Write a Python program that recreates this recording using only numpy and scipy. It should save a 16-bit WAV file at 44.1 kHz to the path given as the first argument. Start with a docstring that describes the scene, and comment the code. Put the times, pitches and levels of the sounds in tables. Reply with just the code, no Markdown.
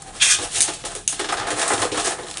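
"""A small carpeted room with its air noise; one toy top already circles, humming faintly, in a thin plastic bowl.
A ripcord launcher then rasps and drops in a second top: gear clicks over a whirr drive the housing's resonances.
The tops knock, skid along the rim and clash until the end: grit rings the bowl hollowly and the discs brightly.
From the first knocks after the launch the whole bowl also thuds on the carpet, as low fading sines.
One microphone, the direct sound above a short room tail; peaks are rounded and the treble is cut."""
import sys
import numpy as np
from scipy import signal
from scipy.fft import rfft, irfft
from scipy.io import wavfile
from scipy.ndimage import uniform_filter1d

SR = 44100
rng = np.random.default_rng(int(sys.argv[2]) if len(sys.argv) > 2 else 0)


def generate_wav(sig):
    """Save sig (samples, or channels by samples) to the path in sys.argv[1] as 16-bit PCM at SR."""
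    pcm = np.round(np.clip(np.atleast_2d(sig).T, -1, 1) * 32767).astype(np.int16)
    wavfile.write(sys.argv[1], SR, pcm)


N = 105840  # samples, 2.4 s
TIME = np.arange(N) / SR
SPLIT_HZ = 5500  # between the low and high resonances of discs and housing


def undb(db):
    """Decibels to amplitude gain."""
    return 10 ** (np.asarray(db, float) / 20)


def unit(x):
    """Scale to rms 1."""
    return x / np.sqrt(np.mean(x ** 2))


def curve(rows, column=1):
    """Gain over time from a dB column; silent outside it, unless it starts within the first 10 ms."""
    rows = np.array(rows, float)
    before = rows[0, column] if rows[0, 0] < .01 else -120
    return undb(np.interp(TIME, rows[:, 0], rows[:, column], left=before, right=-120))


def walk(rate):
    """Slow random wobble, spread 1: noise averaged twice over 1/rate seconds."""
    span = int(SR / rate)
    once = uniform_filter1d(rng.standard_normal(N), span)
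    return unit(uniform_filter1d(once, span))


def grit(per_s):
    """Dense clicks of random sign and uneven size, rms 1."""
    chance, sign, size = rng.random((3, N))
    size_db = -2.2 * np.log(1 - size)  # exponential spread, mean 2.2 dB
    return unit((chance < per_s / SR) * np.sign(sign - .5) * undb(size_db))


def body(x, resonances, wander_db):
    """Sum of two-pole resonances, noise keeps its level; each is driven more or less as the contact moves."""
    click = np.r_[1., np.zeros(8191)]
    out, response = 0, 0
    for hz, width, db in resonances:
        b, a = signal.iirpeak(hz, hz / width, fs=SR)
        drive = x * undb(wander_db * walk(22.8))
        out = out + undb(db) * signal.lfilter(b, a, drive)
        response = response + undb(db) * signal.lfilter(b, a, click)
    return out / np.linalg.norm(response)


def below(resonances, hz):
    """Resonances lower than hz."""
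    return [mode for mode in resonances if mode[0] < hz]


def above(resonances, hz):
    """Resonances higher than hz."""
    return [mode for mode in resonances if mode[0] > hz]


def soft(x, hz, kind):
    """Gentle second-order low or high cut."""
    return signal.sosfilt(signal.butter(2, hz, kind, fs=SR, output="sos"), x)


# spectrum of the quiet room: (frequency [Hz], relative density [dB per Hz])
AIR_SPECTRUM = [(15, -46), (30, 1), (60, -12), (108, -8), (170, -10), (260, -17.5), (700, -41), (2500, -57),
                (10000, -36.5)]


def air():
    """Steady room rumble and hiss: noise shaped by the spectrum, at -45.5 dB rms."""
    hz = np.maximum(np.fft.rfftfreq(N, 1 / SR), 1)
    rows = np.array(AIR_SPECTRUM)
    shape = undb(np.interp(np.log(hz), np.log(rows[:, 0]), rows[:, 1]))
    noise = irfft(rfft(rng.standard_normal(N)) * shape, N)
    return unit(noise) * undb(-45.5)


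def hum():
    """The first top hums faintly, a sine falling in pitch, until the launch."""
    start_hz, sag_hz_per_s, end_s = 810, 600, 0.16
    hz = (start_hz - sag_hz_per_s * np.minimum(TIME, end_s)) * (1 + 0.011 * walk(60))
    fade = np.clip((end_s - TIME) / 0.035, 0, 1)
    level = undb(-45 + 3 * walk(45))
    return np.sin(2 * np.pi * np.cumsum(hz) / SR) * fade * level


# tips grinding on the bowl floor: (time [s], hiss level [dB], bowl rumble level [dB])
ROLLING = [(0, -46, -46.5), (.1, -49.5, -44.5), (.2, -38.5, -41.5), (.4, -39.5, -41.5), (.46, -35.5, -36.5),
           (.53, -32.5, -40.5), (.6, -27.5, -33), (.7, -34.5, -41.5), (.83, -45, -47.5), (.92, -39, -36.5),
           (1.07, -50, -54), (1.13, -39, -55), (1.185, -42.5, -40.5), (1.26, -40.5, -44), (1.44, -53, -29),
           (1.56, -35, -27), (1.75, -29.5, -22), (1.89, -37, -29.5), (2.08, -28, -28.5), (2.17, -44, -35),
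           (2.28, -43, -40), (2.4, -40, -38.5)]


def rolling():
    """Flickering grit strength of the grinding tips, for disc tick, disc ring, bowl clack and bowl boom."""
    hiss, rumble = curve(ROLLING), curve(ROLLING, column=2)
    levels = np.array([hiss, undb(-2.5) * hiss, rumble, undb(-7.5) * rumble])
    return levels * undb(2.74 * walk(33))


# knocks and skids on the bowl, levels before the trims in knocks():
# (time [s], tick level [dB], ring level [dB], bowl clack level [dB], bowl boom level [dB], chatter fade [s])
KNOCKS = [(0.0197, -15.5, -36, -25, -66, 0.0037), (0.3844, -23, -25.5, -25, -25.5, 0.025),
          (0.546, -25, -25, -31.5, -61, 0.066), (0.6216, -4.5, -23, -49, -55, 0.012),
          (0.6772, -20, -26, -19, -32.5, 0.026), (0.734, -23, -33, -50, -40.5, 0.024),
          (0.8366, -67, -32, -24.5, -30, 0.011), (0.849, -18, -28, -25.5, -35.5, 0.026),
          (0.951, -22, -32.5, -37, -30.5, 0.018), (1.091, -15.5, -33, -36, -64, 0.018),
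          (1.124, -17, -31, -23, -34, 0.011), (1.1928, -18.5, -23.5, -16, -25, 0.025),
          (1.2423, -42, -24, -21.5, -30, 0.017), (1.287, -28, -22.5, -20, -31.5, 0.029),
          (1.3216, -19, -28, -8.5, -26.5, 0.015), (1.3684, -28, -28.5, -22, -37, 0.067),
          (1.398, -40, -22, -8.5, -41, 0.0043), (1.468, -24, -30.5, -20, -30.5, 0.053),
          (1.503, -17, -21.5, -17, -25.5, 0.021), (1.5937, -16, -25, -32, -50, 0.011),
          (1.6132, -13, -19, -12.5, -47, 0.023), (1.677, -10.5, -25.5, -19, -43, 0.015),
          (1.7, -32, -34, -11, -27, 0.023), (1.7326, -15.5, -18.5, -32, -19, 0.011),
          (1.7783, -30, -19, -21, -18, 0.0052), (1.8163, -17, -20, -11.5, -27, 0.024),
          (1.8494, -35, -20, -33, -12, 0.0044), (1.917, -25, -24.5, -43, -26, 0.032),
          (1.943, -27, -39, -18, -39, 0.025), (1.9727, -14.5, -25, -13.5, -23, 0.017),
          (1.996, -14.5, -23.5, -24, -45, 0.018), (2.0443, -12.5, -33, -21, -30, 0.028),
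          (2.067, -16.5, -20.5, -15, -23, 0.013), (2.1862, -36, -42, -19.5, -28, 0.011),
          (2.232, -46, -31.5, -50, -31, 0.01)]


def knocks():
    """Power of the fading chatter bursts, for disc tick, disc ring, bowl clack and bowl boom."""
    rise_s = np.array([[0.0011], [0.0011], [0.0033], [0.0033]])  # the bowl answers slower than the discs
    trims_db = np.array([-7.5, -1.5, -2, 4])
    power = np.zeros((4, N))
    for start, *levels_db, fade_s in KNOCKS:
        age = np.maximum(TIME - start, 0)
        gains = undb(levels_db + trims_db)[:, None]
        power += (gains * (1 - np.exp(-age / rise_s)) * np.exp(-age / fade_s)) ** 2
    return power


# sharp disc-on-disc clashes, levels before the trims in clashes():
# (time [s], tick level [dB], ring level [dB])
CLASHES_AT = [(.6055, 3, -10), (0.611, 2, -38), (.619, 0, -45), (0.9516, -15, -30.5), (1.0773, 6, -19.5),
              (1.0855, -14, -28), (2.2715, -37, -36), (2.285, -42, -28.5), (2.302, -42, -29.5),
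              (2.312, -22, -25.5), (2.3416, -39, -29.5), (2.3718, -14.5, -20.5), (2.3812, -19, -31)]


def clashes():
    """Short cracks of random-sign noise that drive only the discs' tick and ring."""
    fade_s, tick_trim_db, ring_trim_db = 0.0013, -3.5, 4
    rattle = rng.choice([-1., 1.], size=N)
    force = np.zeros((2, N))
    for start, tick_db, ring_db in CLASHES_AT:
        crack = (TIME > start) * np.exp(-np.abs(TIME - start) / fade_s) * rattle
        force += undb([[tick_db + tick_trim_db], [ring_db + ring_trim_db]]) * crack
    return force


# a top's disc, ring below SPLIT_HZ and tick above: (frequency [Hz], width [Hz], relative level [dB])
DISC_RESONANCES = [(2930, 1070, 5.5), (3535, 1400, 13), (4030, 4900, -1.5), (5230, 460, 3),
                   (6980, 1450, 14), (8270, 1450, 17.5), (9290, 540, 20)]


def discs(tick_force, ring_force):
    """The hard discs tick and ring brightly through their resonances."""
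    tick = body(tick_force, above(DISC_RESONANCES, SPLIT_HZ), wander_db=2.0)
    ring = body(ring_force, below(DISC_RESONANCES, SPLIT_HZ), wander_db=1.6)
    return soft(tick + ring, 1040, "high")


# the thin plastic bowl: (frequency [Hz], width [Hz], relative level [dB])
BOWL_RESONANCES = [(314.3, 36, 2.5), (376.2, 36, 5), (420.6, 43, 3), (482, 17.7, 4), (699.4, 19, 8.5),
                   (742, 90, 0.5), (803, 62, 2.5), (862, 71, -2), (1008, 106, -6), (1202, 310, 0),
                   (1664, 290, -2)]


def bowl(clack_force, boom_force):
    """The bowl booms hollowly through its resonances below 600 Hz and clacks through those above."""
    clack = body(clack_force, above(BOWL_RESONANCES, 600), wander_db=2)
    boom = body(boom_force, below(BOWL_RESONANCES, 600), wander_db=2)
    clack = soft(soft(clack, 700, "high"), 1950, "low")
    boom = soft(soft(boom, 1220, "low"), 220, "high")
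    return clack + boom


def tops():
    """Rolling and knocks add in power as grit, clashes add their cracks; all ring discs and bowl."""
    strength = np.sqrt(knocks() + rolling() ** 2)
    force = strength * [grit(15000) for _ in strength]
    force[:2] += clashes()
    tick, ring, clack, boom = force
    return discs(tick, ring) + bowl(clack, boom)


# pull of the ripcord: (time [s], level of the low resonances [dB], level of the high ones [dB])
RIPCORD_PULL = [(.198, -32, -51), (.224, -13, -14.5), (.24, -14.5, -15.5), (.28, -20.5, -20),
                (.315, -18.5, -13), (.35, -26, -22), (.385, -38, -47)]
# launcher housing: (frequency [Hz], width [Hz], relative level [dB])
HOUSING_RESONANCES = [(1245, 29, 0.5), (1697, 76, 3.5), (2060, 260, -1.5), (2510, 115, 4.5), (2737, 38, 9),
                      (3290, 430, 6), (3606, 70, 3), (4140, 270, -11), (5720, 2700, -0.5),
                      (6670, 1400, -4.5), (8470, 540, 2)]


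def launcher():
    """Rack teeth rattle the gear unevenly over a whirr of slipping plastic; the housing resonates."""
    teeth_hz, jitter, share = 263, 0.29, 0.2  # share: part of the strength that follows the teeth
    phase = np.cumsum(teeth_hz * (1 + jitter * walk(300)) / SR) % 1
    teeth = unit(np.exp(-phase / .3))
    drive = unit(grit(14000) * (1 - share + share * teeth))
    low_drive = drive * curve(RIPCORD_PULL)
    high_drive = drive * curve(RIPCORD_PULL, column=2)
    low = body(low_drive, below(HOUSING_RESONANCES, SPLIT_HZ), wander_db=3.5)
    high = body(high_drive, above(HOUSING_RESONANCES, SPLIT_HZ), wander_db=1.6)
    return soft(low + high, 1000, "high")


# the whole bowl bouncing on the carpet: (time [s], level [dB])
BOWL_BOUNCES = [(0.387, -30.5), (.58, -32), (1.399, -31), (1.53, -29.5), (1.736, -27), (1.801, -26.5),
                (1.914, -33), (1.982, -33)]


def thuds():
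    """Soft low bounces: fading sines, each at a slightly different pitch."""
    centre_hz, rise_s, fade_s = 103.5, 0.0027, 0.023
    out = np.zeros(N)
    for start, db in BOWL_BOUNCES:
        age = np.maximum(TIME - start, 0)
        shape = (1 - np.exp(-age / rise_s)) * np.exp(-age / fade_s)
        hz = centre_hz * (1 + 0.033 * rng.standard_normal())
        out += undb(db) * shape * np.sin(2 * np.pi * hz * age)
    return out


def room(x):
    """The small room's diffuse tail, 7 dB down: noise decaying after a brief gap."""
    t60_s, gap_s = .2, .004
    t = np.arange(SR // 2) / SR
    tail = rng.standard_normal(len(t)) * undb(-60 * t / t60_s) * (t > gap_s)
    return x + undb(-7) * signal.fftconvolve(x, tail / np.linalg.norm(tail))[:N]


def scene():
    """Everything that sounds in the room, over its air; one channel."""
    sources = hum() + tops() + launcher() + thuds()
    return (room(sources) + air())[None]


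def record(dry):
    """The microphone's camera rounds the peaks, rolls off the treble and cuts the top."""
    ceiling = .85
    rounded = np.tanh(dry / ceiling) * ceiling
    rolled = signal.sosfilt(signal.butter(6, 10300, fs=SR, output="sos"), rounded)
    return signal.sosfilt(signal.ellip(10, .5, 60, 10850, fs=SR, output="sos"), rolled)


dry = scene()
out = record(dry)
generate_wav(out)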